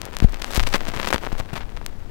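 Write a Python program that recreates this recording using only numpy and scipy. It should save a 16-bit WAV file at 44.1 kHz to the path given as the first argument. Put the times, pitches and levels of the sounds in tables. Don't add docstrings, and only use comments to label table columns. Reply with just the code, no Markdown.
import sys
import numpy as np
from scipy import signal
from scipy.fft import rfft, irfft
from scipy.io import wavfile

SR = 44100
rng = np.random.default_rng(int(sys.argv[2]) if len(sys.argv) > 2 else 0)


def magnitude_from_level(level_db):
    exponent = np.asarray(level_db, float) / 20
    return 10 ** exponent


def master(y):
    cut = np.clip(np.atleast_2d(y).T, -1, 1)
    pcm = np.round(cut * 32767)
    wavfile.write(sys.argv[1], SR, pcm.astype(np.int16))


N = 92610

# centre in Hz, width in Hz, level in dB.
RUMBLE = [
    (13.15, 1.8, -32),
    (29.3, 18, -39.5),
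    (58, 37.6, -38.5),
    (113, 30, -68),
]
# start in seconds, signed height (1 = full scale),
# ringing pitch in Hz, time to fall by 60 dB in seconds.
JOLTS = [(.2235, -3, 150, .007), (.225, .64, 38, .19), (.2438, -4, 55, .016), (.2469, 1.6, 18, .09),
         (.5779, .54, 40.5, .24), (1.3288, .17, 14, .4), (1.4022, .18, 22, .09), (1.5312, -.2, 125, .04),
         (.887, .2, 110, .03), (.963, .08, 60, .12), (1.1438, .3, 65, .06), (.0875, .07, 330, .02),
         (1.3272, -.2, 150, .012), (1.3995, -.25, 130, .015)]
# start in seconds, signed height (1 = full scale),
# pitch in Hz, time to fall by 60 dB in seconds.
SWAYS = [
    (.29, .1, 27.3, 1.0),
    (.608, .3, 15.2, 1.3),
    (1.277, .09, 21, .5),
    (1.638, -.09, 28, .25),
    (1.724, .08, 29, .7),
    (.61, .06, 108, .7),
    (.93, .03, 120, .4),
]
# time in seconds, level in dB.
WEAR = [
    (0, -45.5),
    (.6, -44),
    (1.05, -40.5),
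    (1.5, -47),
    (2.1, -53),
]
# frequency in Hz, level in dB per Hz.
HISS_COLOUR = [(60, -4), (250, -4), (1200, -24), (3500, -29), (9000, -39), (16000, -32)]
GRAIN_CUTS_HZ = [460, 3300, 2700]
# start in seconds, length in seconds, level in dB,
# share of fine grit from 0 to 1.
SCUFFS = [(0.054, 0.043, -41.5, 0.05), (0.123, 0.013, -36.5, 0.5), (0.22, 0.035, -31, 0.63),
          (0.33, 0.017, -39, 0.02), (0.413, 0.1, -41.5, 0.98), (0.507, 0.036, -33, 1),
          (0.541, 0.041, -30.5, 1), (0.569, 0.054, -37.5, 1), (0.62, 0.075, -42, 1),
          (0.663, 0.02, -35.5, 0.9), (0.699, 0.072, -35, 0.95), (0.736, 0.03, -23, 0.6),
          (0.768, 0.014, -36, 0.9), (0.875, 0.02, -32, 0.8), (0.936, 0.072, -31, 0.6),
          (0.989, 0.064, -39, 0.53), (1.077, 0.015, -23, 0.9), (1.103, 0.012, -23, 0.82),
          (1.13, 0.035, -24.5, 0.58), (1.214, 0.057, -37, 0.7), (1.327, 0.008, -30.5, 0.61),
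          (1.377, 0.029, -34.5, 0.91), (1.485, 0.022, -38.5, 0.4), (1.531, 0.012, -30, 0.72),
          (1.548, 0.051, -31, 0.63), (1.604, 0.035, -38.5, 0.05), (1.765, 0.0037, -30.5, 0)]
# time in seconds, signed height (1 = full scale), width in ms.
POPS = [(0.0167, -0.54, 0.037), (0.0539, 0.32, 0.027), (0.0662, 0.12, 0.38), (0.132, 0.081, 0.05),
        (0.1387, 0.14, 0.12), (0.168, 0.6, 0.053), (0.1676, -0.11, 0.2), (0.18726, 0.24, 0.027),
        (0.20245, 0.52, 0.087), (0.203, 0.11, 0.48), (0.231, -0.033, 0.18), (0.232, -0.12, 0.24),
        (0.2417, -0.18, 0.068), (0.3341, -0.14, 0.24), (0.34388, -0.25, 0.069),
        (0.4187, -0.36, 0.057), (0.4214, 0.16, 0.12), (0.4215, -0.53, 0.071), (0.42977, 0.0079, 0.03),
        (0.4445, 0.63, 0.076), (0.4449, -0.056, 0.21), (0.51626, -0.22, 0.03), (0.52481, 0.17, 0.066),
        (0.53553, 0.41, 0.056), (0.5475, 0.6, 0.022), (0.54871, -0.22, 0.11), (0.5514, 0.43, 0.03),
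        (0.5591, 0.81, 0.043), (0.55923, -0.11, 0.03), (0.565, -1.27, 0.043), (0.5702, 0.27, 0.08),
        (0.5744, 0.51, 0.025), (0.5734, 0.45, 0.026), (0.5777, -0.51, 0.4), (0.5947, 0.16, 0.066),
        (0.59642, -1.6, 0.094), (0.5965, 0.63, 0.18), (0.60243, 0.64, 0.1), (0.6064, 0.31, 0.13),
        (0.62977, -0.25, 0.042), (0.6319, 0.29, 0.073), (0.6365, -0.48, 0.084), (0.6676, 0.27, 0.12),
        (0.6707, 0.17, 0.18), (0.6705, -0.48, 0.073), (0.6711, 0.32, 0.1), (0.6727, -0.55, 0.048),
        (0.675, -0.32, 0.065), (0.67503, 0.38, 0.32), (0.6764, -0.15, 0.12), (0.6809, -0.18, 0.08),
        (0.6898, -0.19, 0.034), (0.7282, -0.36, 0.079), (0.7287, 0.065, 0.24), (0.7305, -0.34, 0.085),
        (0.7395, -1.5, 0.065),
        (0.7393, 0.13, 0.22), (0.7406, -0.14, 0.14), (0.7424, -0.24, 0.23), (0.7432, -0.88, 0.094),
               (0.7429, 0.63, 0.11), (0.7446, 0.5, 0.12), (0.7443, -0.6, 0.1), (0.7452, 0.72, 0.6),
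               (0.7454, 0.23, 0.2), (0.7455, -0.54, 0.099), (0.7482, -0.42, 0.088), (0.7484, 0.41, 0.18),
               (0.74964, -0.42, 0.045), (0.7504, 0.41, 0.13), (0.7517, -0.39, 0.14), (0.75295, -0.2, 0.55),
               (0.75472, -0.58, 0.11), (0.7566, -0.47, 0.059), (0.75737, 0.31, 0.12), (0.7599, 0.49, 0.19),
               (0.80753, -0.31, 0.11), (0.8149, 0.16, 0.2), (0.8345, 0.11, 0.3), (0.8535, -0.22, 0.075),
               (0.87079, 0.27, 0.14), (0.8834, -0.25, 0.05), (0.8844, 0.2, 0.42), (0.8875, 0.23, 0.073),
               (0.88982, -0.27, 0.054), (0.9003, -0.2, 0.12), (0.93823, 0.24, 0.25), (0.9391, 0.2, 0.12),
               (0.9419, -0.22, 0.14), (0.9479, -0.18, 0.055), (0.9636, -0.28, 0.074), (0.974, 0.33, 0.13),
               (0.995, -0.13, 0.046), (0.9983, -0.33, 0.31), (0.99939, -0.38, 0.084), (0.99959, 0.44, 0.18),
               (1.0157, -0.29, 0.07), (1.0295, -0.3, 0.11), (1.0313, -0.44, 0.096), (1.0366, -0.22, 0.12),
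               (1.04601, -0.38, 0.12), (1.0492, 0.26, 0.13), (1.051, -0.38, 0.094), (1.0607, -0.27, 0.057),
               (1.0732, -0.83, 0.12), (1.0745, 0.23, 0.074), (1.0734, -0.15, 0.031), (1.0748, -0.34, 0.071),
               (1.07732, -0.19, 0.088), (1.083, 0.006, 0.21), (1.0867, -0.41, 0.05), (1.1049, -0.35, 0.12),
        (1.11113, 0.086, 0.22), (1.12782, -0.51, 0.094), (1.128, -1.6, 0.14), (1.12825, 0.97, 0.12),
             (1.12859, 0.15, 1), (1.13345, -0.56, 0.23), (1.1337, 0.42, 0.098), (1.13537, -0.33, 0.099),
             (1.1371, -0.64, 0.043), (1.13882, -0.2, 0.059), (1.14381, -0.55, 0.054), (1.14399, 0.23, 0.15),
             (1.1442, 0.75, 0.42), (1.14492, 0.3, 1), (1.14599, -0.35, 0.056), (1.14694, -0.37, 0.21),
             (1.16041, -0.03, 0.13), (1.16066, -0.6, 0.16), (1.16127, -0.3, 0.1), (1.18122, -0.34, 0.094),
             (1.1893, 0.056, 1), (1.22862, 0.14, 0.23), (1.23583, -0.25, 0.19), (1.24132, -0.21, 0.27),
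             (1.25014, -0.24, 0.12), (1.26662, 0.39, 0.18), (1.2724, -0.36, 0.29), (1.2881, 0.09, 0.25),
             (1.319, -0.2, 0.24), (1.32315, -0.11, 0.08), (1.32794, -0.12, 0.14), (1.32918, -0.12, 0.047),
             (1.35254, -0.16, 0.24), (1.38274, -0.15, 0.064), (1.39327, -0.055, 0.033),
             (1.40002, -0.28, 0.076), (1.40084, 0.18, 0.43), (1.40238, 0.21, 0.26), (1.4095, -0.22, 0.19),
             (1.50664, -0.075, 0.24), (1.53689, 0.049, 0.14), (1.53989, -0.062, 0.21),
             (1.55578, -0.17, 0.1), (1.55694, -0.18, 0.12), (1.56156, -0.26, 0.13), (1.5661, -0.16, 0.17),
             (1.57517, -0.17, 0.18), (1.57814, -0.25, 0.13), (1.60887, -0.15, 0.15),
             (1.69356, -0.062, 0.14), (1.76488, -0.029, 0.035), (1.76673, -0.088, 0.084),
             (1.77283, -0.18, 0.12), (1.81456, -0.13, 0.32), (1.86329, -0.59, 0.036),
             (1.86347, 0.079, 0.26)]
# time in seconds, peak level in dB.
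TICKS = [
    (.0625, -23),
    (.150, -23),
    (.2945, -23),
    (.324, -19),
    (.397, -22),
    (.4655, -21),
    (1.702, -30),
    (1.850, -30),
    (1.891, -33),
    (1.995, -36),
]
PHONO_BASS_HZ = 287


def low(x, hz, order=1):
    return signal.sosfilt(signal.butter(order, hz, fs=SR, output="sos"), x + 1e-18)


def high(x, hz):
    return signal.sosfilt(signal.butter(1, hz, "high", fs=SR, output="sos"), x + 1e-18)


def rms_one(x):
    return x / np.sqrt(np.mean(x ** 2) + 1e-20)


def grains(per_s, spread_db, edge_hz):
    strength = magnitude_from_level(spread_db * np.minimum(rng.exponential(1, N), 3.5))
    kicks = strength * rng.choice([-1, 1], N) * (rng.random(N) < per_s / SR)
    size = rng.integers(0, 3, N)
    out = np.zeros(N)
    for k, hz in enumerate(GRAIN_CUTS_HZ):
        out += rms_one(low(kicks * (size == k), hz))
    return rms_one(high(low(out, edge_hz), PHONO_BASS_HZ))


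def preamp_hiss():
    return magnitude_from_level(-65.5) * rng.standard_normal(N)


def rumble():
    out = np.zeros(N)
    for hz, width_hz, db in RUMBLE:
        r = np.exp(-np.pi * width_hz / SR)
        resonance = [1, -2 * r * np.cos(2 * np.pi * hz / SR), r * r]
        ring = signal.lfilter([1, 0, -1], resonance, rng.standard_normal(N + SR))
        out += magnitude_from_level(db) * rms_one(ring[SR:])
    return out


def jolts(t):
    full_rise_s = .0014
    out = np.zeros(N)
    for s, height, hz, t60 in JOLTS:
        u = np.maximum(t - s, 0)
        rise_s = full_rise_s * min(abs(height), 1)
        rise = 1 - np.exp(-(u / rise_s) ** 2)
        out += height * rise * np.cos(2 * np.pi * hz * u) * magnitude_from_level(-60 * u / t60)
    return low(out, 1200)


def sways(t):
    out = np.zeros(N)
    for s, height, hz, t60 in SWAYS:
        u = np.maximum(t - s, 0)
        out += height * np.sin(2 * np.pi * hz * u) * magnitude_from_level(-60 * u / t60)
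    return out


def groove(t):
    hz = np.fft.rfftfreq(N, 1 / SR) + 1
    at_hz, at_db = np.transpose(HISS_COLOUR)
    colour = magnitude_from_level(np.interp(np.log(hz), np.log(at_hz), at_db)) * (hz > at_hz[0])
    hiss = rms_one(irfft(rfft(rng.standard_normal(N)) * colour, N))
    flicker = magnitude_from_level(2.5 * rms_one(low(rng.standard_normal(N), 32, order=2)))
    dust = grains(per_s=900, spread_db=4.8, edge_hz=1450)
    wall = magnitude_from_level(0.5) * flicker * hiss + magnitude_from_level(4) * dust

    wear_db = np.interp(t, *np.transpose(WEAR))
    body = low(wall, 1800)
    treble_gain = magnitude_from_level(.8 * (wear_db - wear_db.mean()))
    return magnitude_from_level(wear_db) * (body + treble_gain * (wall - body))


def scuffs(t):
    coarse_cut_hz, edge_s, trim_db = 3600, 0.0021, 1
    fine = grains(per_s=2600, spread_db=5.8, edge_hz=7500)
    rub = high(rng.standard_normal(N), coarse_cut_hz) * rms_one(low(abs(fine), 250))
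    grit = fine + .3 * rub
    coarse = rms_one(low(fine, coarse_cut_hz, order=2))
    out = np.zeros(N)
    for s, length_s, db, share in SCUFFS:
        inside_s = np.minimum(t - s, s + length_s - t)
        gate = np.clip(inside_s / edge_s + .5, 0, 1)
        out += magnitude_from_level(db + trim_db) * gate * (share ** 2 * grit + (1 - share) * coarse)
    return out


def pops():
    ticks = [(s, magnitude_from_level(db), .03) for s, db in TICKS]
    n = np.arange(200)
    out = np.zeros(N + 200)
    for s, height, width_ms in POPS + ticks:
        tau = width_ms / 1000 / 2.5 * SR
        start = s * SR - 2 * tau
        first = int(start)
        u = np.maximum(n - start % 1, 0) / tau
        out[first:first + 200] += 1.142 * height * (u / 2) ** 2 * np.exp(2 - u)
    return high(out[:N], PHONO_BASS_HZ)


def scene():
    t = np.arange(N) / SR
    left = preamp_hiss() + rumble() + jolts(t) + sways(t) + groove(t) + scuffs(t) + pops()
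    return np.array([left, np.zeros(N)])


def roll_off(x):
    return signal.sosfilt(signal.butter(12, 16450, fs=SR, output="sos"), x)


def record(dry):
    left = np.clip(dry[0], -.99, .99)
    leak = magnitude_from_level(-59) * low(left, 90) + magnitude_from_level(-33) * high(left, 9000)
    right = leak + magnitude_from_level(-92) * rng.standard_normal(N)
    top_cut = signal.cheby2(12, 30, 16250, fs=SR, output="sos")
    mix = signal.sosfiltfilt(top_cut, [left, right])
    return roll_off(mix)


dry = scene()
out = record(dry)
master(out)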